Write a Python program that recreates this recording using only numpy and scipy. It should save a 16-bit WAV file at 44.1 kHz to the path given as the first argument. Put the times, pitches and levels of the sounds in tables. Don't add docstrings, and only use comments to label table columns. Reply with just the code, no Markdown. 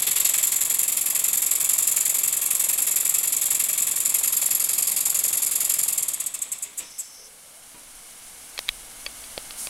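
import sys
import numpy as np
from scipy import signal
from scipy.fft import rfft, irfft, next_fast_len
from scipy.io import wavfile

SR = 44100
rng = np.random.default_rng(int(sys.argv[2]) if len(sys.argv) > 2 else 0)


def to_wav(sig):
    pcm = np.clip(np.atleast_2d(sig), -1, 1) * 32767
    pcm = np.round(pcm).astype(np.int16)
    wavfile.write(sys.argv[1], SR, pcm.T)


N = 427326
TIME_S = np.arange(N) / SR
FULL_SPEED_TURNS_PER_S = 11

# opens/turn, open for/turn, blowdown/dB (before a common +8),
# piston sweep/dB, sweep fall/(dB per turn), closing squeeze/dB, chuff/dB
PORTS = [(.002, 0.4, -1.73, -2.5, 14, -5.5, 1.5), (0.471, 0.48, -1.65, -3.5, 24.5, -13, -2.5)]


def amp(db):
    return 10 ** (np.asarray(db) / 20)


def unit(x):
    return x / np.sqrt(np.mean(x ** 2) + 1e-20)


def along(points, hz):
    f, v = np.transpose(points)
    return np.interp(np.log(hz + 1), np.log(f + 1), v)


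def wobble(rate):
    knots = rng.standard_normal(int(N * rate / SR) + 4)
    fine = signal.resample_poly(knots, 8, 1)
    return np.interp(np.arange(N) * rate / SR, np.linspace(0, len(knots), len(fine)), fine)


def filtered(x, response):
    m = next_fast_len(N + SR // 2)
    return irfft(rfft(x, m) * response(np.fft.rfftfreq(m, 1 / SR)), m)[:N]


def noise(spectrum):
    return unit(filtered(rng.standard_normal(N), lambda hz: amp(along(spectrum, hz))))


def ring(x, response):
    return signal.fftconvolve(x, response)[:N]


def burst(start_s, length_s, attack_s, release_s):
    age = TIME_S - start_s
    return np.clip(age / attack_s, 0, 1) * np.clip(1 - (age - length_s) / release_s, 0, 1)


def in_room(x, wet_db):
    # f/Hz, t60/s
    decay = [(200, 0.3), (2500, 0.45), (8000, 0.39), (15000, 0.11)]
    hz, t, z = signal.stft(rng.standard_normal(SR // 2), SR, nperseg=256)
    tail = signal.istft(z * amp(-60 * t / along(decay, hz)[:, None]), SR, nperseg=256)[1]
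    return x + amp(wet_db) * ring(x, tail / np.linalg.norm(tail))


def off_floor(x, echo_db, delay_s, sway):
    n = np.arange(N)
    delay = delay_s * SR * (1 + sway * wobble(1.557))
    return x + amp(echo_db) * np.interp(n - delay, n, x)


def board(blows):
    # f/Hz, level/dB, t60/s
    board_modes = [(43.4, -13, 0.27), (127, -19, .14), (156.4, -12, 0.11), (191, -11, 0.13),
                   (243, -11, 0.11), (263, -7, 0.16), (317, -1.5, 0.1), (390, -20, 0.18), (469.3, -5, 0.3),
                   (576, -3.5, 0.22), (676, -3.5, 0.2), (963, -0.5, 0.21), (1115, 0.5, 0.087)]
    t = np.arange(SR // 3) / SR
    response = sum(amp(db - 60 * t / t60) * np.sin(2 * np.pi * hz * t) for hz, db, t60 in board_modes)
    return ring(blows, response)


def background():
    # f/Hz, level/dB
    simmer_spectrum = [(2350, -44), (4000, -10), (4570, -8.5), (5180, -8), (5580, -6), (7270, -3.5),
                       (9360, 1), (10400, 0.5), (13700, -11.5), (15800, -17)]
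    # f/Hz, level/dB
    murmur_spectrum = [(47, -33), (80, -5), (283, -2.5), (429, -9), (461, 0), (533, -5), (712, -0.5),
                       (968, -3.5), (1630, -2), (1890, -6.5), (2180, 1), (2480, -6), (2910, -1.5),
                       (5010, -9), (6000, -7.5), (7800, -16), (13200, -120)]
    # f/Hz, level/dB
    rumble_spectrum = [(15, 1.5), (40, -4), (58, -8), (80, -17), (130, -23), (300, -70)]
    swell_at_s, swell_takes_s = 7.44, 2.22
    swell = np.clip((TIME_S - swell_at_s) / swell_takes_s, 0, 1) ** 0.76
    simmer = amp(-48.5 + 8 * swell + 0.75 * wobble(60)) * noise(simmer_spectrum)
    spurt_gain = amp(-33.5) * burst(9.57, 0.087, attack_s=0.023, release_s=.04)
    spurt = spurt_gain * noise(simmer_spectrum)
    murmur = amp(-54.5 + 8.5 * swell) * noise(murmur_spectrum)
    rumble = amp(-70 + 14 * np.sqrt(swell) + 2.5 * wobble(6.5)) * noise(rumble_spectrum)
    return simmer + spurt + murmur + rumble


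def shell_clicks():
    # t/s, level/dB (before a common -1), thud/dB, crack/dB (before a common +4),
    # snap f/Hz, ring t60/s, bass jolt/dB
    clicks = [(8.578, -26, -14, -2, 4300, .024, -22), (8.5903, -10.5, -11, -3, 3850, .0072, -34),
              (8.6838, -27, -18, -6, 3800, .017, -25), (8.6897, -10.5, -33, -4.5, 3900, .012, -25),
              (9.0635, -20.5, -12, -7, 4520, .024, -23), (9.239, -36.5, -17, -10, 4500, .03, -14),
              (9.378, -20.5, 4.5, -3, 4330, .0097, -28), (9.508, -28.5, -20, 0, 4440, .012, -17),
              (9.671, -29, 2, 7, 4200, .012, -30)]
    # f/Hz, level/dB (varied by about 1 dB in each click)
    shell_modes = [(1150, -13), (1900, -10), (2300, -4), (2600, -4.5), (3350, -3), (4800, -6), (6200, -20)]
    jolt_hz, jolt_t60_s = 32, .25
    crack_band = signal.butter(1, [1200, 7500], "bandpass", fs=SR, output="sos")
    out, t = np.zeros(N + SR), np.arange(SR // 4) / SR
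    onset = 1 - np.exp(-t / 0.00013)
    for s, db, thud_db, crack_db, snap_hz, t60, jolt_db in clicks:
        modes = shell_modes + [(560, thud_db), (snap_hz, 0)]
        body = sum(amp(level + rng.normal()) * np.sin(2 * np.pi * (hz * t + rng.random()))
                   for hz, level in modes)
        grit = signal.sosfilt(crack_band, rng.standard_normal(len(t)))
        crack = amp(crack_db + 4 - 60 * t / 0.0094) * grit
        jolt = amp(jolt_db - 60 * t / jolt_t60_s) * np.sin(2 * np.pi * jolt_hz * t)
        click = (body * amp(-60 * t / t60) + crack + jolt) * onset
        out[round(s * SR):][:len(t)] += amp(db - 1.0) * click
    return out[:N]


def moan():
    start_s, length_s, from_hz, to_hz = 7.15, .53, 470, 800
    progress = np.clip((TIME_S - start_s) / length_s, 0, 1)
    hz = from_hz + (to_hz - from_hz) * progress ** 2.3
    airy = wobble(170) * np.sin(2 * np.pi * np.cumsum(hz) / SR)
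    return amp(-59.5) * burst(start_s, length_s, attack_s=0.045, release_s=.03) * airy


def throttle():
    # t/s, board thud/dB, rattle/dB
    bumps = [(6.457, -68, -44), (6.66, -63, -43), (6.802, -56, -37.5), (6.827, -64, -45), (7.745, -52, -49)]
    # f/Hz, level/dB
    lever_spectrum = [(200, -4), (500, 3), (1050, -9), (1600, -6), (2400, 5), (4200, -5), (6500, -14),
                      (12000, -30)]
    # t/s, length/s, level/dB
    sizzles = [(6.804, .26, -48.5), (7.07, .19, -49)]
    thuds, rattles = np.zeros(N), np.zeros(N)
    for s, thud_db, rattle_db in bumps:
        thuds[round(s * SR)] = amp(thud_db)
        rattles[round(s * SR)] = amp(rattle_db)
    t = np.arange(SR // 4) / SR
    rattle = ring(rattles, amp(-60 * t / 0.064)) * noise(lever_spectrum)
    slit = noise([(4000, -36), (5300, 1.5), (5800, -3), (6250, 2), (7000, -37)])
    leak = sum(amp(db) * burst(s, length_s, attack_s=0.03, release_s=0.034)
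               for s, length_s, db in sizzles)
    return in_room(board(thuds) + rattle, wet_db=-2) + leak * slit


def belt_drive(turns, speed):
    # multiple of the crank rate, level/dB
    orders = [(2, -2.5), (4, -4.5), (6, -17), (11, -8.5), (14, -1.5), (16, -7), (21, -5), (24, -3.5),
              (35, 0.5), (42, 2.5)]
    # f/Hz, level/dB
    whirr_spectrum = [(80, -30), (130, -6.5), (290, 0.5), (420, -16), (620, 4), (850, -5), (1120, 5.5),
                      (1500, -13), (2300, 3.5), (2850, -4), (3400, 8.5), (5000, -11), (9000, -27)]
    hum = sum(amp(db + 0.71 * wobble(4.58)) * np.sin(2 * np.pi * order * turns) for order, db in orders)
    return amp(-62.5) * speed ** 2 * hum + amp(-46.0) * speed ** 0.91 * noise(whirr_spectrum)


def linkage(turns, speed):
    # crank angle/turn, board thud/dB, metal clack/dB
    knocks = [(.176, -9, 0), (.38, 4, -5), (0.794, 0.5, -6.5), (.822, -10, -3)]
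    # f/Hz, level/dB
    clack_spectrum = [(150, -6.5), (350, -2.5), (650, -0.5), (1150, -0.5), (1800, -2.5), (4000, -5),
                      (9000, -36)]
    jitter_s = 0.00013
    thuds, clacks = np.zeros(N), np.zeros(N)
    for angle, thud_db, clack_db in knocks:
        at = np.flatnonzero(np.diff(np.floor(turns - angle)) > 0)
        force = speed[at] ** 1.7 * amp(0.7 * rng.standard_normal(len(at)))
        jitter = (jitter_s * SR * rng.standard_normal(len(at))).astype(int)
        at = np.clip(at + jitter, 0, N - 1)
        thuds[at] += force * amp(thud_db)
        clacks[at] += force * amp(clack_db)
    t = np.arange(SR // 10) / SR
    clatter = ring(clacks, amp(-60 * t / 0.018)) * noise(clack_spectrum)
    return amp(-57.5) * board(thuds) + in_room(amp(-35.0) * clatter, wet_db=-5.5)


def flywheel(shut):
    start_turn, start_turns_per_s = .275, 11.1211
    sag_per_s = .0358
    friction, drag_per_s = 4.2317, .8344
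    driven = start_turns_per_s - sag_per_s * TIME_S
    coasted_s = np.cumsum(shut) / SR
    offset = friction / drag_per_s
    rate = np.maximum((driven + offset) * np.exp(-drag_per_s * coasted_s) - offset, 0)
    return start_turn + np.cumsum(rate) / SR, rate / FULL_SPEED_TURNS_PER_S


def steam_flow(turns, speed, opening_turns, closing_turns, empty_s, sweep_power):
    power = np.zeros(N)
    for opens, dwell, blow_db, sweep_db, fall_db, squeeze_db, _ in PORTS:
        angle = (turns - opens) % 1
        full_open = opening_turns * (speed + 0.033) ** 0.07
        port = np.clip(angle / full_open, 0, 1) * np.clip((dwell - angle) / closing_turns, 0, 1)
        vented_s = np.cumsum(port) / SR + angle[0] / FULL_SPEED_TURNS_PER_S
        vented_s -= np.maximum.accumulate(vented_s * (port == 0))
        blowdown = amp(blow_db + 8) * np.exp(-vented_s / empty_s)
        sweep = amp(sweep_db - fall_db * angle) * speed ** sweep_power
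        narrowing = np.exp(-((dwell - .063 - angle) / 0.021) ** 2)
        squeeze = amp(squeeze_db) * speed ** 1.35 * narrowing
        power += port ** 2 * (blowdown ** 2 + sweep ** 2 + squeeze ** 2)
    return np.sqrt(power)


def pipe_flow(turns, speed, swell_turns):
    flow = np.zeros(N)
    for opens, *_, chuff_db in PORTS:
        age = (turns - opens) % 1 / (swell_turns * np.sqrt(speed + .01))
        flow += amp(chuff_db) * (age * np.exp(1 - age)) ** 1.36
    return flow * speed ** 0.49


def jet_noise(covered, strong, drift_db):
    # f/Hz, width/Hz, in the open/dB, under the hand/dB, with weak steam/dB
    resonances = [(4860, 1120, -22.5, -17.5, -32), (6030, 280, -19.5, -37, -31),
                  (6820, 490, -13.5, -10, -10), (7340, 505, -1.5, -4, -3.5), (7830, 410, -1.5, -7.5, 2),
                  (8740, 1020, -7.5, -6.5, -5.5), (9930, 480, -4.5, -5.5, -12), (10780, 430, -5, -6.5, -13),
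                  (11405, 600, -1.5, -1.5, -8.5), (12460, 260, -2.5, -15, -9), (12770, 340, -17, -7.5, -18),
                  (13800, 550, -13, -15.5, -22), (15500, 1400, -21, -22, -30)]
    jet, power = np.zeros(N), np.zeros(N)
    for hz, width, open_db, hand_db, weak_db in resonances:
        strong_db = (1 - covered) * open_db + covered * hand_db
        db = strong * strong_db + (1 - strong) * weak_db
        gain = amp(db + drift_db * wobble(2.48)) * np.sqrt(width)
        band = filtered(rng.standard_normal(N), lambda f: 1 / (1 + (1.56 * (f - hz) / width) ** 2))
        jet += gain * unit(band)
        power += gain ** 2
    return jet / np.sqrt(power)


def exhaust(turns, speed, shut):
    # t/s, share of the jet covered
    hand = [(3.7, 0.065), (4.4, 0.92)]
    # f/Hz, level/dB
    chuff_spectrum = [(150, -23), (330, -14.5), (620, -9.5), (850, -15.5), (1130, -4), (1500, -12.5),
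                      (1850, -3), (2080, -3.5), (2300, 3.5), (2460, -2), (2610, 3.5), (2900, -6), (3300, 1),
                      (4000, -4), (5300, -3.5), (9000, -11.5)]
    # f/Hz, level/dB
    rasp_spectrum = [(300, -14), (1100, -8.5), (1500, -8), (2300, -1), (2800, -2.5), (3500, 2.5),
                     (4500, -2), (6000, -4), (9000, -20)]
    steam = amp(0.4 * wobble(25) + 0.43 * wobble(3.01))
    covered = np.clip(np.interp(TIME_S, *np.transpose(hand)), 0, 1)
    strong = np.clip((speed - .55) / 0.45, 0, 1)

    flow = steam_flow(turns, speed, opening_turns=0.1, closing_turns=0.04, empty_s=0.0051, sweep_power=5.0)
    spit = amp(1.5 * wobble(600))
    jet_gain = amp(-18 - 1 * shut - 0.03 * covered)
    jet = jet_gain * steam * flow * spit * jet_noise(covered, strong, drift_db=0.9)
    jet = off_floor(jet, echo_db=-15, delay_s=.0019, sway=0.039)

    cupped = amp(-11.0) * covered * noise([(3600, -21.0), (4500, 0), (5400, -0.5), (5900, -14)])
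    hollow = amp(-34 - 4 * shut - 2 * covered) * (noise(chuff_spectrum) + cupped)
    clears_s = 0.64
    rasp = amp(-31.5) * np.exp(-(TIME_S / clears_s) ** 2) * noise(rasp_spectrum)
    puffs = steam * pipe_flow(turns, speed, swell_turns=0.12) * amp(1.6 * wobble(250))
    chuff = puffs * (hollow + rasp)
    return in_room(jet, wet_db=-11.5) + in_room(chuff, wet_db=-7.5)


def scene():
    shut_at_s, shut_takes_s = 5.7109, .4716
    shut = np.clip((TIME_S - shut_at_s) / shut_takes_s, 0, 1)
    turns, speed = flywheel(shut)
    engine = exhaust(turns, speed, shut) + linkage(turns, speed) + belt_drive(turns, speed)
    return (background() + shell_clicks() + moan() + throttle() + engine)[None]


def record(dry):
    return filtered(dry[0], lambda hz: hz < 15800)[None]


dry = scene()
out = record(dry)
to_wav(out)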